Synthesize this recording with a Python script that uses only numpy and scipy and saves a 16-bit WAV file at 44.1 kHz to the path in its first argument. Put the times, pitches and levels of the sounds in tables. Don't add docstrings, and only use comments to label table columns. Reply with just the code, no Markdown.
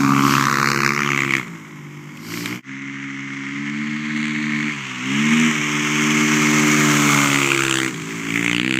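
import sys
import numpy as np
from scipy import signal
from scipy.fft import rfft, irfft, next_fast_len
from scipy.io import wavfile
from scipy.ndimage import uniform_filter1d, map_coordinates

SR = 44100
rng = np.random.default_rng(int(sys.argv[2]) if len(sys.argv) > 2 else 0)


def dump(signal):
    limited = np.clip(np.atleast_2d(signal).T, -1, 1)
    pcm = np.round(limited * 32767).astype(np.int16)
    wavfile.write(sys.argv[1], SR, pcm)


N = 387638
T = np.arange(N) / SR

# f/Hz, relative level/dB
EXHAUST_SPECTRUM = [(250, -18), (450, -12.5), (700, -15.5), (1000, -10.5), (1350, 0), (1700, -2), (2250, 3),
                    (3000, -3.5), (3500, -7.5), (4050, -20.5), (4550, -15), (5400, -25.5), (7300, -10.5),
                    (8500, -20), (10500, -32.5), (13000, -62), (15500, -36)]


def first_bike():
    speed = [(0, 69.08), (0.3, 69.0), (0.6, 68.54), (0.87, 68.58), (1, 71.64), (1.15, 69.33), (1.38, 66.86),
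             (1.46, 56.97), (1.6, 52.62), (1.85, 48.82), (2.15, 49.41), (2.28, 55.47), (2.45, 58.83),
             (2.61, 62.91)]
    nearness = [(0.0, -4), (0.3, -3), (0.7, -2.5), (1.0, -4), (1.38, -4.5), (1.8, -6.5), (2.2, -5.5),
                (2.5, -3.5)]
    crack_spectrum = [(250, -7), (450, -17), (700, -23), (1000, -6.5), (1250, -2), (1600, -6), (2250, -6.5),
                      (2700, -12.5), (3150, -7.5), (3600, -15.5), (4500, -13), (6500, -9), (8000, -19),
                      (9600, -30.5), (13000, -21), (15500, -63)]
    rattle_spectrum = [(250, -33), (450, -15), (700, -19), (1050, -6), (1600, -12), (2150, 2.5), (2600, 3),
                       (3100, 4.5), (3700, -3.5), (5000, -5), (7000, -2), (8400, -9), (9600, -13.5),
                       (13000, 19.5), (15500, 24)]
    pipe_ring = [(0, 1250), (.25, 1310), (.5, 1900), (.85, 2400), (1.1, 2080), (1.4, 2180), (2.3, 2210)]
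    voicing = [(140, 3), (205, -3), (275, -0.5), (345, -2.5), (450, 3)]
    # t/s, f/Hz, gain/dB
    hollow = [(.05, 1980, -7), (.22, 1750, -8), (.33, 2600, 7), (.5, 3140, -10), (.66, 3220, -20),
              (.8, 3340, -29), (.95, 3120, -18), (1.05, 3900, -2), (1.3, 4750, 1), (1.6, 4500, -9),
              (2.4, 3900, -10)]
    bark = [(.1, 1110, 8.5), (.5, 1220, 11), (.7, 1320, 4.5), (.9, 2160, 5.5), (1.3, 2220, 12.5),
            (1.5, 1980, 9.5), (2.4, 2040, 8)]
    edge = [(.1, 3000, -13), (.33, 4640, 1), (.5, 3980, 3), (.68, 4300, 9), (.85, 4650, 4.5),
            (1.05, 6000, 6.5), (1.3, 7850, 5), (1.6, 7000, 1.5), (2.2, 3100, 0), (2.4, 3160, 4.5)]
    nasal = [(.15, 2190, 5), (.4, 1900, 4.5), (.7, 1300, 0.5), (1.0, 1270, 10.5), (1.4, 1250, 3),
             (2.0, 1400, -2.5), (2.4, 1480, 0)]
    return engine(
        speed, nearness, crack_spectrum, rattle_spectrum, pipe_ring, voicing, (hollow, bark, edge, nasal),
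        start_cycle=.71, abeam_s=.44, swing_s=.18, bands_db=[-14.5, -13, -19, -27],
        idle_db=-6, pull_db=12, aim_db=6.5, repeat_db=-5.5, whine_db=-16, least_ragged=.36,
        ring_s=.0019, ring_db=0, ring_scatter=.057, jet_s=.0034, jet_db=7, can_db=-2.5,
        bounce_s=.000763, reflection=.75)


def second_bike():
    speed = [(2.63, 67.17), (2.9, 69.12), (3.45, 68.6), (3.88, 74.8), (4.25, 75.45), (4.7, 74.34),
             (4.85, 66.2), (5, 61.59), (5.22, 74.0), (5.42, 79.45), (5.6, 73.85), (6.2, 75.6),
             (6.82, 75.05), (7.2, 71.17), (7.88, 65.05), (7.98, 53.23), (8.1, 55.67), (8.28, 55.61),
             (8.4, 57.69), (8.58, 59.05), (8.67, 64.26)]
    nearness = [(2.63, -12), (3.4, -9.5), (4.3, -8), (5.0, -6), (5.4, -3), (5.698, -2.5), (6.4, -0.5),
                (7.15, 1.5), (7.75, -0.97), (8.1, -1), (8.448, -1.5), (8.601, -4.5), (8.79, -4.5)]
    rattle_spectrum = [(250, -46), (450, -17), (600, -18.5), (800, -14), (1000, -4), (1200, 0.5),
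                       (1550, -4), (1900, -2), (2170, -0.5), (2550, -4.5), (3200, -7), (3900, -15),
                       (5000, -17.5), (6400, -8), (7700, -14.5), (9700, -38), (13500, -37.5)]
    pipe_ring = [(6.7, 2040), (7.3, 2210), (7.6, 2420), (7.8, 2940), (7.9, 2050), (8.51, 2220),
                 (8.58, 3000), (8.67, 2430)]
    voicing = [(140, -0.37), (205, -0.18), (275, -0.36), (345, 0.87), (450, -0.14)]
    # t/s, f/Hz, gain/dB
    hollow = [(2.8, 4960, 1), (4.3, 5200, -3), (5.6, 4500, -8), (6.7, 3240, 0), (7.0, 1890, -5.5),
              (7.3, 1650, -9), (7.55, 1830, -9), (7.7, 2120, -7), (7.8, 2440, -13), (7.95, 3900, 2),
              (8.4, 4050, -6), (8.55, 5500, -6)]
    bark = [(2.8, 1870, 6.5), (4.68, 1970, 5.5), (4.78, 2700, 4), (5.3, 2780, 3.5), (5.9, 2800, 4.5),
            (6.6, 2190, 2.5), (7.3, 2240, -0.5), (7.5, 2600, 3.5), (7.7, 3020, -0.5), (7.82, 3300, -2),
            (8.0, 2300, 0), (8.4, 2420, 5), (8.6, 2890, 0)]
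    edge = [(3, 5770, 4), (4.25, 4020, 9.1), (5.4, 5500, 2.9), (7.1, 6750, 2), (7.75, 8300, 2.8),
            (8.451, 7450, 0.83), (8.58, 4400, 7.9), (8.79, 4200, 5.5)]
    nasal = [(3.1, 1310, 2.5), (4.7, 1150, -0.5), (4.92, 1200, 2.5), (5.08, 1250, 0), (5.2, 2030, 3),
             (5.55, 2050, 3), (6.6, 1700, -1), (6.92, 1500, 2.5), (7.15, 1280, 6.5), (7.45, 1330, 3.5),
             (7.72, 1290, 5.5), (7.82, 1880, -1), (8.3, 1500, 0.5), (8.6, 1410, 0)]
    return engine(
        speed, nearness, EXHAUST_SPECTRUM, rattle_spectrum, pipe_ring, voicing,
        (hollow, bark, edge, nasal),
        start_cycle=.0892, abeam_s=7.19, swing_s=.6, bands_db=[-18.5, -8.5, -20, -27.5],
        idle_db=-10, pull_db=-6, aim_db=34, repeat_db=-6, whine_db=-4.5, least_ragged=.27,
        ring_s=.0013, ring_db=2.5, ring_scatter=.084, jet_s=.0024, jet_db=6, can_db=-12.5,
        bounce_s=.001145, reflection=.54)


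def engine(speed, nearness, crack_spectrum, rattle_spectrum, pipe_ring, voicing, formants, start_cycle,
           abeam_s, swing_s, bands_db, idle_db, pull_db, aim_db, repeat_db, whine_db, least_ragged,
           **crack_shape):
    shut_loss = [15.6, 29.43, 15.65, 21]
    rear_loss = [5.6, 0.48, 5.6, 2]
    falloff = [1.96, 1.464, 2.3, 3.66]
    # t/s, half length/s, body and rasp gain/dB, hiss and fizz gain/dB
    loads = [(0.133, 0.043, 1.5, -29.5), (0.433, 0.12, 0.5, 6), (0.695, 0.13, 5.5, 6.5),
             (0.746, 0.0086, -2.5, -1), (0.863, 0.037, 4.5, 8), (0.95, 0.025, -2, 4.5),
             (1.29, 0.024, -5, -7), (1.348, 0.04, 3, 6), (2.45, 0.17, -3, -5), (2.95, 0.13, 5, 0),
             (3.74, 0.59, 4, -11), (4.223, 0.15, 6, 22.5), (4.624, 0.21, 8, 9), (5.357, 0.26, -4.5, 14),
             (7.355, 0.25, 2, 2.5), (7.732, 0.15, 3, 8.5), (8.517, 0.073, 4.5, 5), (8.748, 0.042, 3, 6)]
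    rate, = curve(speed)
    near, = curve(nearness)
    ring_hz, = curve(pipe_ring)
    opening = throttle()
    pulling = np.minimum(opening / .55, 1)
    rear = .5 + .5 * np.tanh((T - abeam_s) / swing_s)
    turns, age, strength, chance = crank(rate, start_cycle)
    damping = np.exp(2.2 * (opening - .5))
    crack = exhaust_cracks(age, strength, chance, ring_hz, crack_spectrum, damping, **crack_shape)
    crack = steady(bands(crack))
    rasp = steady(bands(rattle(turns, rattle_spectrum, repeat_db)))
    masking_db = .84 * np.maximum(near + 4.5, 0)
    rasp[0] += amp(whine_db - masking_db) * gear_whine(turns)
    load = amp(sum(np.outer([low, low, high, high], swell(s, half)) for s, half, low, high in loads))
    tilt_db = np.array([1.5, 4, -3, -11.5])[:, None]
    crack_ratio = amp(idle_db + opening * (pull_db + aim_db * rear)) * amp(tilt_db)
    rattle_share = 1 / (1 + crack_ratio ** 2)
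    gains = amp([db + slope * near - shut * (1 - opening) - behind * rear
                 for db, slope, shut, behind in zip(bands_db, falloff, shut_loss, rear_loss)])
    voice = gains * (load * crack_ratio * crack + rasp) * np.sqrt(rattle_share)
    orders_db = [order_db(hz, near, rear, opening, pulling) + read(voicing, hz) + drone_swells_db(hz)
                 for hz in (k * rate for k in range(2, 8))]
    boom = drone(turns, rattle_share[0], orders_db, raggedness(opening, pulling, least_ragged))
    return moving_formants(voice.sum(0), formants) + boom + frame_buzz(turns, near, rear, pulling)


def throttle(open_s=.11, shut_s=.064):
    twists = [(-.2, 0.63), (.75, 0.68), (1.387, 0), (2.22, 0.36), (2.6, 0.49), (3.47, 0.51), (4.05, 0.56),
              (4.682, 0.46), (5.001, 0.6), (5.47, 0.47), (5.9, 0.52), (7.859, 0.08), (8.02, 0.19),
              (8.242, 0.5), (8.49, 0.71)]
    opening, before = np.zeros(N), 0
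    for s, target in twists:
        ramp_s = open_s if target > before else shut_s
        opening += (target - before) * np.clip((T - s) / ramp_s, 0, 1)
        before = target
    return np.clip(opening, 0, 1)


def crank(rate, start_cycle, jitter_s=.00003):
    unevenness = [(.9, .9), (1.2, 2.2), (4.3, 2.4), (7.4, 1.3), (8.6, 1.3)]
    turns = start_cycle + np.cumsum(rate) / SR + jitter_s * rate * wander(70)
    deviation, *chance = rng.standard_normal((1024, 3))[turns.astype(int) + 1].T
    spread_db, = curve(unevenness)
    return turns, turns % 1 / rate, amp(spread_db * deviation), chance


def exhaust_cracks(age, strength, chance, ring_hz, spectrum, damping, ring_s, ring_db, ring_scatter,
                   jet_s, jet_db, can_db, bounce_s, reflection, can_hz=1210, can_s=.0009):
    arrival_s, front_s = .000416, .00003
    since = np.maximum(age - arrival_s, 0)
    can = np.sin(2 * np.pi * can_hz * since) * since / can_s * np.exp(-since / can_s)
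    fading = since * damping / ring_s
    pitch_hz = ring_hz * np.exp(ring_scatter * np.tanh(chance[0]))
    ring_envelope = np.sqrt(fading) * np.exp(-fading ** 2) * amp(1.2 * chance[1])
    ring = np.sin(2 * np.pi * pitch_hz * since) * ring_envelope
    trip_s = bounce_s * np.exp(.1 * chance[1])
    fronts = sum(reflection ** k * swell(arrival_s + k * trip_s, front_s, age) for k in range(3))
    shock = colour(fronts * strength, spectrum)
    jet_envelope = strength * (age > arrival_s) * np.exp(-since * damping / jet_s)
    jet = colour(rng.standard_normal(N) * jet_envelope, spectrum)
    ringing = amp(ring_db) * unit(ring * strength) + amp(can_db) * unit(can * strength)
    return shock + ringing + amp(jet_db) * jet


def drone(turns, rattle_share, orders_db, ragged, waver=.51, burble_db=-8):
    burble_spectrum = [(40, -30), (85, -13), (120, -6), (160, 7), (300, -1.5), (380, -4), (480, -61),
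                       (800, -14), (2000, -73)]
    total_rms = np.sqrt(sum(amp(db) ** 2 for db in orders_db))
    all_orders_db = [orders_db[0] - 29] + orders_db + [orders_db[-1] - 9]
    tone = np.zeros(N)
    for k, db in enumerate(all_orders_db, 1):
        flutter = 1 + waver * ragged * wander(45)
        slip = waver * ragged * wander(40)
        phase = k * (turns - .16) + .33 * rattle_share * (k - 4) ** 2 / 2
        tone += np.sqrt(2) * amp(db) * flutter * np.cos(2 * np.pi * phase + slip)
    burble = total_rms * ragged * amp(burble_db) * colour(rng.standard_normal(N), burble_spectrum)
    return (tone + burble) / np.sqrt(1 + ragged ** 2)


def order_db(hz, near, rear, opening, pulling, airbox_hz=226.4, airbox_half_width_hz=46, lag_s=.0025):
    # f/Hz, level/dB
    pulling_front = [(100.0, -46), (140.0, -22.5), (190.0, -27), (230.0, -18.5), (285.0, -15),
                     (340.0, -26.5), (400.0, -26), (480.0, -46.5)]
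    pulling_rear = [(100.0, -32), (140.0, -24.5), (190.0, -20), (230.0, -29), (285.0, -19), (340.0, -17),
                    (400.0, -31.5), (480.0, -33)]
    coasting = [(100.0, -45), (145.0, -22), (195.0, -26), (250.0, -29.5), (300.0, -25), (345.0, -27),
                (400.0, -28.5), (480.0, -49)]
    falloff = [(299, 1), (402, 2.5)]
    loaded_db = (1 - rear) * read(pulling_front, hz) + rear * read(pulling_rear, hz)
    pipe_db = pulling * loaded_db + (1 - pulling) * read(coasting, hz) + 11 * (opening - 1)
    detuning = (hz - airbox_hz) / airbox_half_width_hz
    honk_db = 22.5 * (1 - rear) * np.tanh(4 * (opening - .49)) / (1 + detuning ** 2)
    side_on = (4 * rear * (1 - rear)) ** (1 / 3)
    two_paths = 1 + .41 * side_on * np.exp(-2j * np.pi * hz * lag_s * rear)
    return near * read(falloff, hz) + pipe_db + honk_db + 20 * np.log10(abs(two_paths) + 1e-6)


def drone_swells_db(hz, half_octaves=.16, hop=64):
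    swells = [(0.323, 0.25, 340, 4), (.55, 0.28, 206, -9), (0.733, 0.44, 291, -11), (0.855, 0.23, 420, 6),
              (1.038, 0.14, 495, -14), (3.81, 0.32, 225, 6), (4.813, 0.085, 265, -14),
              (4.93, 0.13, 341, -16), (5.17, 0.44, 288, -6), (6.602, .35, 450, -5), (7.088, .08, 428, 7),
              (7.197, 0.25, 357, -6), (7.27, 0.12, 490, -19), (7.403, 0.13, 280, 3.5),
              (7.457, 0.13, 337, 4), (7.6, 0.2, 205, -14), (7.66, 0.2, 262, -7.5), (7.926, 0.046, 246, 11),
              (8.35, 0.45, 350, -8.5), (8.55, 0.96, 245, 6.5), (8.753, 0.12, 330, 2), (8.55, .3, 480, 8),
              (2.418, 0.12, 300, 1.5), (1.897, .3, 342, 3)]
    t, octave = T[::hop], np.log2(hz[::hop])
    gain_db = sum(db * swell(s, half, t) * swell(np.log2(centre), half_octaves, octave)
                  for s, half, centre, db in swells)
    return np.interp(T, t, gain_db)


def raggedness(opening, pulling, least, settle_s=.09):
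    pole = np.exp(-1 / (settle_s * SR))
    recent = signal.lfilter([1 - pole], [1, -pole], opening)
    stumble = np.maximum(recent - opening, 0)
    return np.clip(least + .2 * (1 - pulling) + .9 * stumble, 0, 1)


def rattle(turns, spectrum, repeat_db, size=512):
    blend = .96 * wander(4)
    one, other = (map_coordinates(pattern, [turns % 1 * size], order=1, mode="grid-wrap")
                  for pattern in rng.standard_normal((2, size)))
    repeating = unit(one * np.cos(blend) + other * np.sin(blend))
    noise = colour((rng.standard_normal(N) + amp(repeat_db) * repeating) * clatter(), spectrum)
    return noise + amp(-3) * resonate(noise, hz=2160, width_hz=130)


def clatter(per_s=330, decay_s=.0021, spread_db=3, share=.32):
    knocks = amp(spread_db * rng.standard_normal(N)) ** 2 * (rng.random(N) < per_s / SR)
    power = signal.lfilter([1], [1, -np.exp(-2 / (decay_s * SR))], knocks + 1e-12)
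    return np.sqrt(1 - share + share * power / power.mean())


def moving_formants(x, formants, half_octaves=(.16, .34, .22, .33)):
    frames = dict(nperseg=256, noverlap=192)
    hz, s, spectra = signal.stft(x, SR, return_onesided=False, **frames)
    octave = np.log2(abs(hz[:, None]) + 1)
    gain_db = 0
    for rows, width in zip(formants, half_octaves):
        times, centre_hz, db = np.transpose(rows)
        shape = swell(np.log2(np.interp(s, times, centre_hz)), width, octave)
        gain_db = gain_db + np.interp(s, times, db) * shape
    return signal.istft(spectra * minimum_phase(gain_db), SR, input_onesided=False, **frames)[1][:N].real


def backfires(snap_s=.0039, thud_s=.038, size=8192):
    firings = [(1.479, -22, 172, -25.5), (2.1722, -23, 212, -31), (2.339, -12, 298, -25),
               (2.4586, -6, 286, -25), (4.166, -22, 225, -42), (4.588, -24, 225, -42),
               (7.879, -8, 258, -27), (7.9425, -14, 159.4, -22), (7.9975, -19, 156, -27),
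               (8.0196, -17, 155, -29)]
    t = np.arange(size) / SR
    snap, thud = np.zeros((2, N))
    for s, snap_db, hz, thud_db in firings:
        at = round(s * SR)
        snap[at:at + size] += amp(snap_db) * np.exp(-t / snap_s)
        thud[at:at + size] += amp(thud_db) * np.sin(2 * np.pi * hz * t) * np.exp(-t / thud_s)
    snap *= colour(rng.standard_normal(N), EXHAUST_SPECTRUM)
    return amp(-8) * highpass(snap, hz=1800) + highpass(thud, hz=130, order=4)


def gear_whine(turns, waver_db=3, case_hz=1010, case_width_hz=170):
    partials = [(12, -18), (14, -10), (20, -6), (24, -25), (27, -7)]
    lines = sum(amp(db + waver_db * wander(23)) * np.sin(2 * np.pi * k * turns) for k, db in partials)
    casing = resonate(resonate(lines, case_hz, case_width_hz), case_hz, case_width_hz)
    return amp(-11) * lines + amp(8) * casing


def frame_buzz(turns, near, rear, pulling, waver_db=3):
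    lines = sum(amp(waver_db * wander(8)) * np.sin(2 * np.pi * (k * turns + rng.random()))
                for k in range(7, 14))
    return lines * pulling * amp(-44 + 5.3 * near - 6 * rear)


def snow_spray():
    spectrum = [(1500, -25), (3000, 2), (4200, 8), (5100, 7), (6600, 2), (8400, -2.5), (9600, -16),
                (13000, -3), (15500, -21)]
    surges = [(0.306, 0.1, -30.5, -39), (.6, 0.2, -44, -51), (2.39, 0.14, -36.5, -43.5)]  # t/s, half length/s, hiss level/dB, fizz level/dB
    hiss, fizz = bands(colour(rng.standard_normal(N), spectrum))[2:]
    return sum(swell(s, half) * (amp(hiss_db) * hiss + amp(fizz_db) * fizz)
               for s, half, hiss_db, fizz_db in surges)


def far_bike():
    course = [(0, 76, -27.5), (1, 73, -28.5), (1.7, 76.6, -55), (2.6, 80, -32)]
    partials = [(2, -14), (3, -1.5), (4, -13)]
    rate, level_db = curve(course)
    turns = np.cumsum(rate) / SR
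    return sum(np.sqrt(2) * amp(level_db + db) * np.sin(2 * np.pi * k * turns) for k, db in partials)


def wind(calm_db=-83):
    spectrum = [(10, 16), (35, -20), (70, -35), (150, 5), (500, -38), (2000, -63)]
    gusts = [(.3, .12, -57), (.85, .45, -56), (1.37, .08, -60.5), (2.38, 0.13, -73), (6.7, 0.76, -65),
             (7.7, .12, -54), (8.55, .08, -55), (8.79, .08, -56)]
    envelope = amp(calm_db) + sum(amp(db) * swell(s, half) for s, half, db in gusts)
    return envelope * colour(rng.standard_normal(N), spectrum)


def amp(db):
    return np.exp(np.asarray(db) * (np.log(10) / 20))


def unit(x):
    return x / np.sqrt(np.mean(x ** 2) + 1e-20)


def steady(x, size=6615):
    power = uniform_filter1d(uniform_filter1d(x ** 2, size), size // 2)
    return x / np.sqrt(abs(power) + 1e-9)


def swell(middle, half_width, axis=T):
    return np.exp(-np.minimum(((axis - middle) / half_width) ** 2, 20))


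def wander(per_s):
    knots = rng.standard_normal(4096)
    return unit(np.interp(T * per_s, np.arange(len(knots)), knots))


def curve(rows):
    s, *columns = np.transpose(rows)
    return [np.interp(T, s, column) for column in columns]


def read(spectrum, hz):
    f, db = np.transpose(spectrum)
    return np.interp(np.log(hz + 1), np.log(f + 1), db)


def minimum_phase(gain_db):
    return np.exp(np.conj(signal.hilbert(np.log(amp(gain_db)), axis=0)))


def colour(x, spectrum, size=4096):
    gain_db = np.maximum(read(spectrum, abs(np.fft.fftfreq(size, 1 / SR))), -100)
    taps = np.fft.ifft(minimum_phase(gain_db)).real
    return unit(signal.oaconvolve(x, taps[:size // 2])[:N])


def bands(x):
    crossovers = [330, 1600, 3800, 9500]
    size = next_fast_len(N)
    hz, spectrum = np.fft.rfftfreq(size, 1 / SR), rfft(x, size)
    below = [1 / (1 + (hz / edge) ** 12) for edge in crossovers] + [1]
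    return np.array([unit(irfft(spectrum * (upper - lower), size)[:N])
                     for lower, upper in zip(below, below[1:])])


def resonate(x, hz, width_hz):
    return signal.lfilter(*signal.iirpeak(hz, hz / width_hz, fs=SR), x)


def highpass(x, hz, order=2):
    return signal.lfilter(*signal.butter(order, hz, "highpass", fs=SR), x)


def scene(change_s=2.617, out_s=.062, in_s=.06, gap_db=-28):
    bikes = np.where(T < change_s, first_bike() + far_bike(), second_bike())
    ramp = np.maximum((change_s - T) / out_s, (T - change_s) / in_s)
    fade = np.minimum(ramp ** 1.6 + amp(gap_db), 1)
    return ((bikes + backfires() + snow_spray() + wind()) * fade)[None]


def record(dry, ceiling=.76, band_limit_hz=15600):
    rounded = dry / (1 + (dry / ceiling) ** 4) ** (1 / 4)
    distortion = highpass(rounded - dry, hz=250)
    taps = signal.firwin(511, band_limit_hz, window=("kaiser", 9), fs=SR)
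    return signal.oaconvolve(dry + distortion, taps[None], "same")


dry = scene()
out = record(dry)
dump(out)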